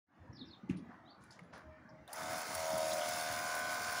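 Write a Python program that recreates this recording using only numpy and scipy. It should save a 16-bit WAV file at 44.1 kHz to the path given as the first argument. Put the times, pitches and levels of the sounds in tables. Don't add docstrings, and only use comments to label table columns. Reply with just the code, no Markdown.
import sys
import numpy as np
from scipy import signal
from scipy.fft import rfft, irfft, next_fast_len
from scipy.io import wavfile
from scipy.ndimage import uniform_filter1d, map_coordinates

SR = 44100
rng = np.random.default_rng(int(sys.argv[2]) if len(sys.argv) > 2 else 0)


def wav_record(signal):
    frames = np.transpose(np.atleast_2d(signal))
    bounded = np.clip(frames, -1, 1)
    quanta = np.round(bounded * 32767).astype(np.int16)
    wavfile.write(sys.argv[1], SR, quanta)


def how_loud(loudness_db):
    steps = np.asarray(loudness_db, float) / 20
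    return 10 ** steps


N = 176400
T = np.arange(N) / SR
SLOW = T[::64]
SWITCH_S = 2.077
RUNNING = slice(round(SWITCH_S * SR), N)

# time_s, shaft_turns_per_s
SHAFT_SPEED = [(2.15, 40.2), (2.38, 40.55), (2.58, 40.2), (2.8, 39.7), (3.06, 39.2), (3.45, 39.4),
               (4, 39.6)]


def unit(x):
    return x / np.sqrt(np.mean(x ** 2) + 1e-20)


def curves(rows):
    s, *cols = np.transpose(rows)
    return [np.interp(T, s, c) for c in cols]


def wobble(rate):
    return map_coordinates(rng.standard_normal(int(N * rate / SR) + 4), [T * rate])


def drift(rate):
    return map_coordinates(rng.standard_normal(200), [SLOW * rate])


def filtered(x, response):
    m = next_fast_len(N + 8192)
    return irfft(rfft(x, m) * response(np.fft.rfftfreq(m, 1 / SR) + 1), m)[:N]


def rush(points, patchy_db, wide=6, long=8):
    z = signal.stft(rng.standard_normal(N + 512), nperseg=512)[2]
    across_bins = uniform_filter1d(rng.standard_normal(z.shape), wide, 0)
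    patches = uniform_filter1d(across_bins, long, 1)
    x = signal.istft(z * how_loud(patchy_db * unit(patches)), nperseg=512)[1][:N]
    f, v = np.transpose(points)
    return unit(filtered(x, lambda hz: how_loud(np.interp(np.log(hz), np.log(f), v))))


def band(x, lo_hz, hi_hz):
    return unit(signal.sosfilt(signal.butter(3, [lo_hz, hi_hz], "band", fs=SR, output="sos"), x))


def add(out, s, x):
    part = out[round(s * SR):][:len(x)]
    part += x[:len(part)]


def whistle(rows):
    s, hz, db = np.transpose(rows)
    t = np.arange(s[0], s[-1], 1 / SR)
    edge = np.clip(np.minimum(t - s[0], s[-1] - t) / 0.002, 0, 1)
    glide = uniform_filter1d(np.interp(t, s, hz), size=200)
    hoarse_db = 4 * wobble(220)[:len(t)]
    return edge * how_loud(np.interp(t, s, db) + hoarse_db) * np.sin(2 * np.pi * np.cumsum(glide) / SR)


def shaft():
    spin_up_s, jitter = 0.1, 0.0006
    up = np.clip((T - SWITCH_S) / spin_up_s, 0, 1)
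    speed = curves(SHAFT_SPEED)[0] * (0.85 + 0.15 * up)
    return up, 2 * np.pi * np.cumsum(speed * (1 + jitter * wobble(24.64))) / SR


def shaft_order(k, gain, wobble_db, phase, turn):
    level = np.interp(T[RUNNING], SLOW, gain * how_loud(wobble_db * drift(4.97)))
    phase_drift = np.interp(T[RUNNING], SLOW, 0.15 * drift(25.93))
    odd_shift = k % 2 * np.pi / 2
    return level * np.cos(k * turn[RUNNING] + odd_shift + phase + phase_drift)


def housing_boom(boom_db, p, turn):
    # shaft_order, priming_db, pressurised_db
    orders = [(14, -9, -16), (15, -17, -10), (16, 0, -5), (17, -19, -15), (18, -7, 0), (19, -16, -9)]
    surge_s, surge_wide_s, surge_db = 2.99, 0.11, 5
    surge = surge_db * np.exp(-((SLOW - surge_s) / surge_wide_s) ** 2)
    x = np.zeros(N)
    for k, priming_db, pressed_db in orders:
        order_db = priming_db + (pressed_db - priming_db) * p + (k in (15, 17)) * surge
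        x[RUNNING] += shaft_order(k, how_loud(boom_db + order_db), 1.2, -np.arctan((k - 16) / 2), turn)
    return x


def valve_whine(rattle_db, p, speed, turn):
    # pitch_hz, width_hz, priming_db, pressurised_db
    modes = [(923.5, 88, -4, -27), (1032, 41, -12, -4), (1116, 28, -16, -8), (1178, 35, -13, -11.5),
             (1269, 70, -9.5, -16), (1479, 114, -11, -5.5), (1575, 96, -17, -8.5),
             (2132, 317, -15.5, -16.5), (2410, 40, -28, -11.5)]
    x = np.zeros(N)
    for k in np.arange(21, 63):
        gain = 0
        for hz, width, priming_db, pressed_db in modes:
            mode_db = priming_db + (pressed_db - priming_db) * p ** 3
            gain = gain + how_loud(mode_db) / (1 + (2 * (k * speed - hz) / width) ** 4)
        odd_db = k % 2 * -9.5 * (1 - p)
        level = how_loud(rattle_db + 3 + odd_db) * gain
        x[RUNNING] += shaft_order(k, level, 1.6, 2 * np.pi * rng.random(), turn)
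    return x


def valve_rattle(rattle_db, turn):
    # pitch_hz, level_db
    casing = [(250, -49), (420, -13), (623, -4.5), (723, -5.5), (811, -5), (1340, -6.5), (1480, -8),
              (1700, -5.5), (3000, -24.5), (3900, -27), (6600, -120)]
    gate = 1 + 0.48 * np.cos(2 * turn)
    return how_loud(np.interp(T, SLOW, rattle_db) - 2) * gate * rush(casing, patchy_db=2.0)


def pump(up, turn):
    # time_s, housing_boom_db, valve_rattle_db, pressure (0-1)
    running = [(2.15, -52.5, -49.5, 0.3), (2.34, -40.5, -46.5, 0.62), (2.46, -53, -49, 0.6),
               (2.58, -41.5, -48.5, 0.04), (2.75, -36.5, -46.5, 0), (2.95, -37.5, -48.5, 0.45),
               (3.02, -39, -46, 0.6), (3.25, -44, -47.5, 0.88), (3.47, -45, -46.5, 1),
               (3.74, -45.5, -46, 0.96), (4, -49.5, -46.5, 1)]
    # time_s, pitch_hz, level_db
    whirr = [(2.08, 720, -54), (2.105, 700, -57), (2.13, 850, -53), (2.15, 1000, -58)]
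    start_drop_db = 15
    speed, boom_db, rattle_db, pressure = np.array(curves(SHAFT_SPEED) + curves(running))[:, ::64]
    p = np.clip(pressure, 0, 1)
    x = housing_boom(boom_db, p, turn)
    x += valve_whine(rattle_db, p, speed, turn)
    x += valve_rattle(rattle_db, turn)
    x *= (T > SWITCH_S) * how_loud(-start_drop_db * (1 - up))
    add(x, whirr[0][0], whistle(whirr))
    return x


def spray(turn):
    # time_s, level_db
    flow = [(2.13, -51), (2.25, -52), (2.6, -49.5), (2.9, -48), (3.1, -47.5), (4, -48.5)]
    # pitch_hz, level_db
    hiss_colour = [(1410, -14), (2400, -3), (2960, -3.5), (3600, -3.5), (3980, -4.5), (4440, -2), (5200, 0),
                   (6790, -0.5), (7500, -2.5), (9750, -27), (16500, -120)]
    # pitch_hz, level_db
    fizz_colour = [(6000, -62), (7500, 2), (9000, 6), (16000, -10)]
    # pitch_hz, width_hz, boost_db
    nozzle = [(3600, 60, 7), (4500, 80, 7), (5050, 90, 6)]
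    # start_s, peak_db
    spits = [
        (2.0765, -48.5),
        (2.13, -28.5),
        (2.4144, -32),
        (2.549, -26),
        (2.779, -27),
        (2.9324, -33),
        (3.088, -29.5),
        (3.3226, -30.5),
        (3.5508, -29),
        (3.927, -33),
    ]
    # start_s, peak_db, centre_hz, t60_s
    gurgles = [
        (2.076, -50, 3800, 0.034),
        (2.173, -39.5, 1460, .05),
        (2.96, -34, 675, .12),
        (2.093, -50.5, 3020, 0.032),
        (2.158, -42, 6000, 0.028),
        (2.158, -44, 10000, .03),
        (2.912, -39, 3720, 0.065),
        (2.935, -22, 7200, 0.013),
        (3.01, -45, 3230, 0.19),
    ]
    spit_t60_s = 0.034
    flow_db, = curves(flow)
    first_water = (T > SWITCH_S) * (0.092 + 3 * np.clip(T - SWITCH_S, 0, 0.045))
    opening = np.clip((T - 2.12) / 0.068, 0, 1) + first_water
    pulse_db = 1.04 * wobble(14) + 0.38 * wobble(60) + 0.55 * np.cos(turn) + 1.7 * np.cos(2 * turn)

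    def nozzle_gain(f):
        return how_loud(sum(db / (1 + (2 * (f - hz) / width) ** 2) for hz, width, db in nozzle))

    hiss = filtered(rush(hiss_colour, 2.1, wide=2, long=30), nozzle_gain)
    fizz = rush(fizz_colour, patchy_db=1.6)
    x = opening * how_loud(flow_db + pulse_db) * (0.81 * hiss + how_loud(-5.5 + wobble(29.79)) * fizz)
    t = T[:SR // 5]
    for s, db in spits:
        droplets = fizz[round(s * SR / 2):][:len(t)]
        burst = droplets + 0.35 * band(rng.standard_normal(len(t)), 4000, 7500)
        add(x, s, how_loud(db - 10.5 - 60 * t / spit_t60_s) * (1 - np.exp(-t / 0.00052)) * burst)
    for s, db, hz, t60 in gurgles:
        bubble = band(rng.standard_normal(len(t)), hz * 0.893, hz * 1.11)
        add(x, s, how_loud(db - 60 * t / t60) * (1 - np.exp(-t / 0.0038)) * bubble)
    return x


def handling():
    # start_s, length_s, peak_db, pitch_hz
    knocks = [
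        (.692, .0135, -26, 259),
        (0.704, 0.0129, -26.5, 175),
    ]
    # start_s, peak_db, pitch_hz, t60_s
    thuds = [(0.199, -49, 85, 0.16), (0.294, -40.5, 111, 0.1), (.41, -51.5, 260, .3),
             (0.632, -40.5, 207, 0.088), (0.681, -49, 242, 0.051), (.722, -39, 262, 0.066),
             (.733, -37.5, 189, 0.12), (.747, -42, 169.7, 0.31), (.78, -41, 279.5, 0.14),
             (0.824, -44, 224, 0.1), (.855, -47, 228, .1), (.89, -43, 238, 0.06), (1.41, -54.5, 173, 0.36),
             (1.64, -55, 76, 0.57), (1.85, -48, 222, 0.065), (2, -56, 58, 0.18), (2.29, -52, 111, .2),
             (2.56, -48.5, 85, .2), (3.09, -49.5, 120, 0.23), (3.3, -50, 110, 0.56)]
    # start_s, length_s, level_db, low_hz, high_hz
    rustles = [(0.691, 0.028, -60.5, 2500, 8800), (0.764, 0.031, -64.5, 2900, 5900),
               (.769, 0.019, -68.5, 9000, 9900), (0.899, 0.096, -58.5, 720, 1600),
               (1.205, 0.076, -72, 3300, 8800), (1.305, 0.026, -63, 3600, 9500),
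               (1.322, 0.037, -64.5, 3400, 8100), (1.3, .12, -71, 2700, 6700),
               (0.692, 0.06, -55.5, 850, 2740), (1.527, 0.076, -49.5, 570, 1720),
               (1.525, 0.068, -62.5, 2480, 5900), (1.53, 0.064, -74, 8200, 10400),
               (1.432, .03, -82, 9900, 10600), (1.889, 0.019, -66.5, 4700, 5700)]
    # start_s, peak_db, low_hz, high_hz
    ticks = [
        (.697, -46, 2200, 2730),
        (1.2374, -67, 3500, 12000),
        (1.2374, -61, 8500, 10700),
        (1.307, -49.5, 4480, 5200),
        (1.323, -54, 4500, 5300),
        (1.3914, -45.5, 1100, 2280),
        (1.3915, -65, 4000, 11000),
        (1.532, -46.5, 900, 1890),
        (1.578, -63, 3500, 13000),
    ]
    tick_t60_s = 0.034
    x, t = np.zeros(N), T[:SR // 3]
    for s, length, db, hz in knocks:
        bump = np.sin(np.pi * np.clip(t / length, 0, 1) ** 1.3) ** 2
        add(x, s, how_loud(db) * bump * np.cos(2 * np.pi * hz * (t - 0.64 * length)))
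    for s, db, hz, t60 in thuds:
        ring = np.sin(2 * np.pi * hz * t) + 0.46 * band(rng.standard_normal(len(t)), hz * 0.48, hz * 1.44)
        add(x, s, how_loud(db - 60 * t / t60) * (1 - np.exp(-t / 0.002)) ** 2 * ring)
    for s, length, db, lo_hz, hi_hz in rustles:
        grain_db = 3.0 * rng.standard_normal(len(t) // 60 + 1).repeat(60)[:len(t)]
        grit = rng.standard_normal(len(t)) * how_loud(grain_db)
        swell = how_loud(db - 10.8 * (t / length) ** 1.4) * (1 - np.exp(-t / (0.13 * length)))
        add(x, s, swell * band(grit, lo_hz, hi_hz))
    for s, db, lo_hz, hi_hz in ticks:
        snap = band(rng.standard_normal(len(t)), lo_hz, hi_hz)
        add(x, s, how_loud(db - 3 - 60 * t / tick_t60_s) * snap)
    return x


def birds():
    # time_s, pitch_hz, level_db
    chirp = [(0, 5020, -12), (.012, 5900, -7), (.017, 4610, -11), (.029, 5500, 3), (.043, 4500, 0),
             (.052, 3250, -3), (.064, 4400, 2.5), (.09, 3650, 7.5), (.108, 3100, -8)]
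    # start_s, level_db
    calls = [
        (.327, -62),
        (.447, -65),
    ]
    # time_s, pitch_hz, level_db
    upper_voice = [(1.05, 3600, -76), (1.09, 4100, -70), (1.112, 4650, -63), (1.125, 4300, -65),
                   (1.135, 3600, -72)]
    # time_s, pitch_hz, level_db
    lower_voice = [(1.075, 3050, -74), (1.09, 3500, -67), (1.105, 3780, -76)]
    # start_s, length_s, level_db
    coos = [
        (1.48, .1, -70),
        (1.6, .2, -61),
        (1.84, .21, -63),
    ]
    coo_hz = 624.6
    x = np.zeros(N)
    for s, db in calls:
        add(x, s, how_loud(db) * whistle(chirp))
        add(x, s + 0.008, how_loud(db - 7) * whistle(chirp))
    for voice in upper_voice, lower_voice:
        add(x, voice[0][0], whistle(voice))
    coo_phase = 2 * np.pi * np.cumsum(coo_hz + 3.7 * wobble(20)) / SR
    flutter = how_loud(1.6 * wobble(40.2)) * np.sin(coo_phase)
    for s, length, db in coos:
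        x += how_loud(db + 3.5) * np.sin(np.pi * np.clip((T - s) / length, 0, 1)) * flutter
    return x


def echoes(x, wet_db):
    t60_s, first_wall_s = 0.21, 0.012
    t = T[:SR // 2]
    tail = rng.standard_normal(len(t)) * how_loud(-60 * t / t60_s) * (t > first_wall_s)
    return x + how_loud(wet_db) * signal.fftconvolve(x, tail / np.linalg.norm(tail))[:N]


def yard():
    # time_s, level_db
    gusts = [(0, -60.5), (.3, -64), (.47, -59.5), (.6, -67.5), (.85, -59), (1.1, -66), (1.6, -63.5),
             (1.77, -64.5), (2.1, -70), (2.28, -57), (2.45, -62.5), (2.75, -58), (3, -62), (3.38, -58),
             (3.55, -62.5), (3.75, -58.5), (3.92, -59), (4, -59)]
    # pitch_hz, level_db
    rumble = [(40, -20), (80, -4.5), (200, -2.5), (330, -3.5), (440, -24.5), (800, -75)]
    # pitch_hz, level_db
    murmur_colour = [(300, -13), (500, -1), (900, -0.5), (1900, -7), (2700, -19), (6000, -28.5),
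                     (7500, -34), (16000, -49)]
    wind_db, = curves(gusts)
    wind = how_loud(wind_db + 1.5 + 1.8 * wobble(14)) * rush(rumble, patchy_db=2.5)
    murmur = how_loud(-64.5 + 0.71 * wobble(6.64)) * rush(murmur_colour, 5, wide=1, long=20)
    return wind + murmur


def scene():
    up, turn = shaft()
    washer = pump(up, turn) + spray(turn)
    return (washer + echoes(handling(), -13) + echoes(birds(), -5) + yard())[None]


def low_pass(x):
    return signal.sosfilt(signal.butter(12, 17090, fs=SR, output="sos"), x)


def record(dry):
    # pitch_hz, level_db
    capsule = [(7000, 0.5), (8200, -5.5), (9700, 2.5), (11500, -0.5), (13600, -3.5), (15100, 13.5),
               (15700, 7)]
    low_cut_hz, top_hz = 49, 15750
    opens_s, fade_s = 0.066, 0.19
    f, v = np.transpose(capsule)

    def response(hz):
        return how_loud(np.interp(hz, f, v)) * (hz < top_hz) / (1 + (low_cut_hz / hz) ** 4)

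    mix = filtered(dry[0], response)[None] * np.clip((T - opens_s) / fade_s, 0, 1)
    return low_pass(mix)


dry = scene()
out = record(dry)
wav_record(out)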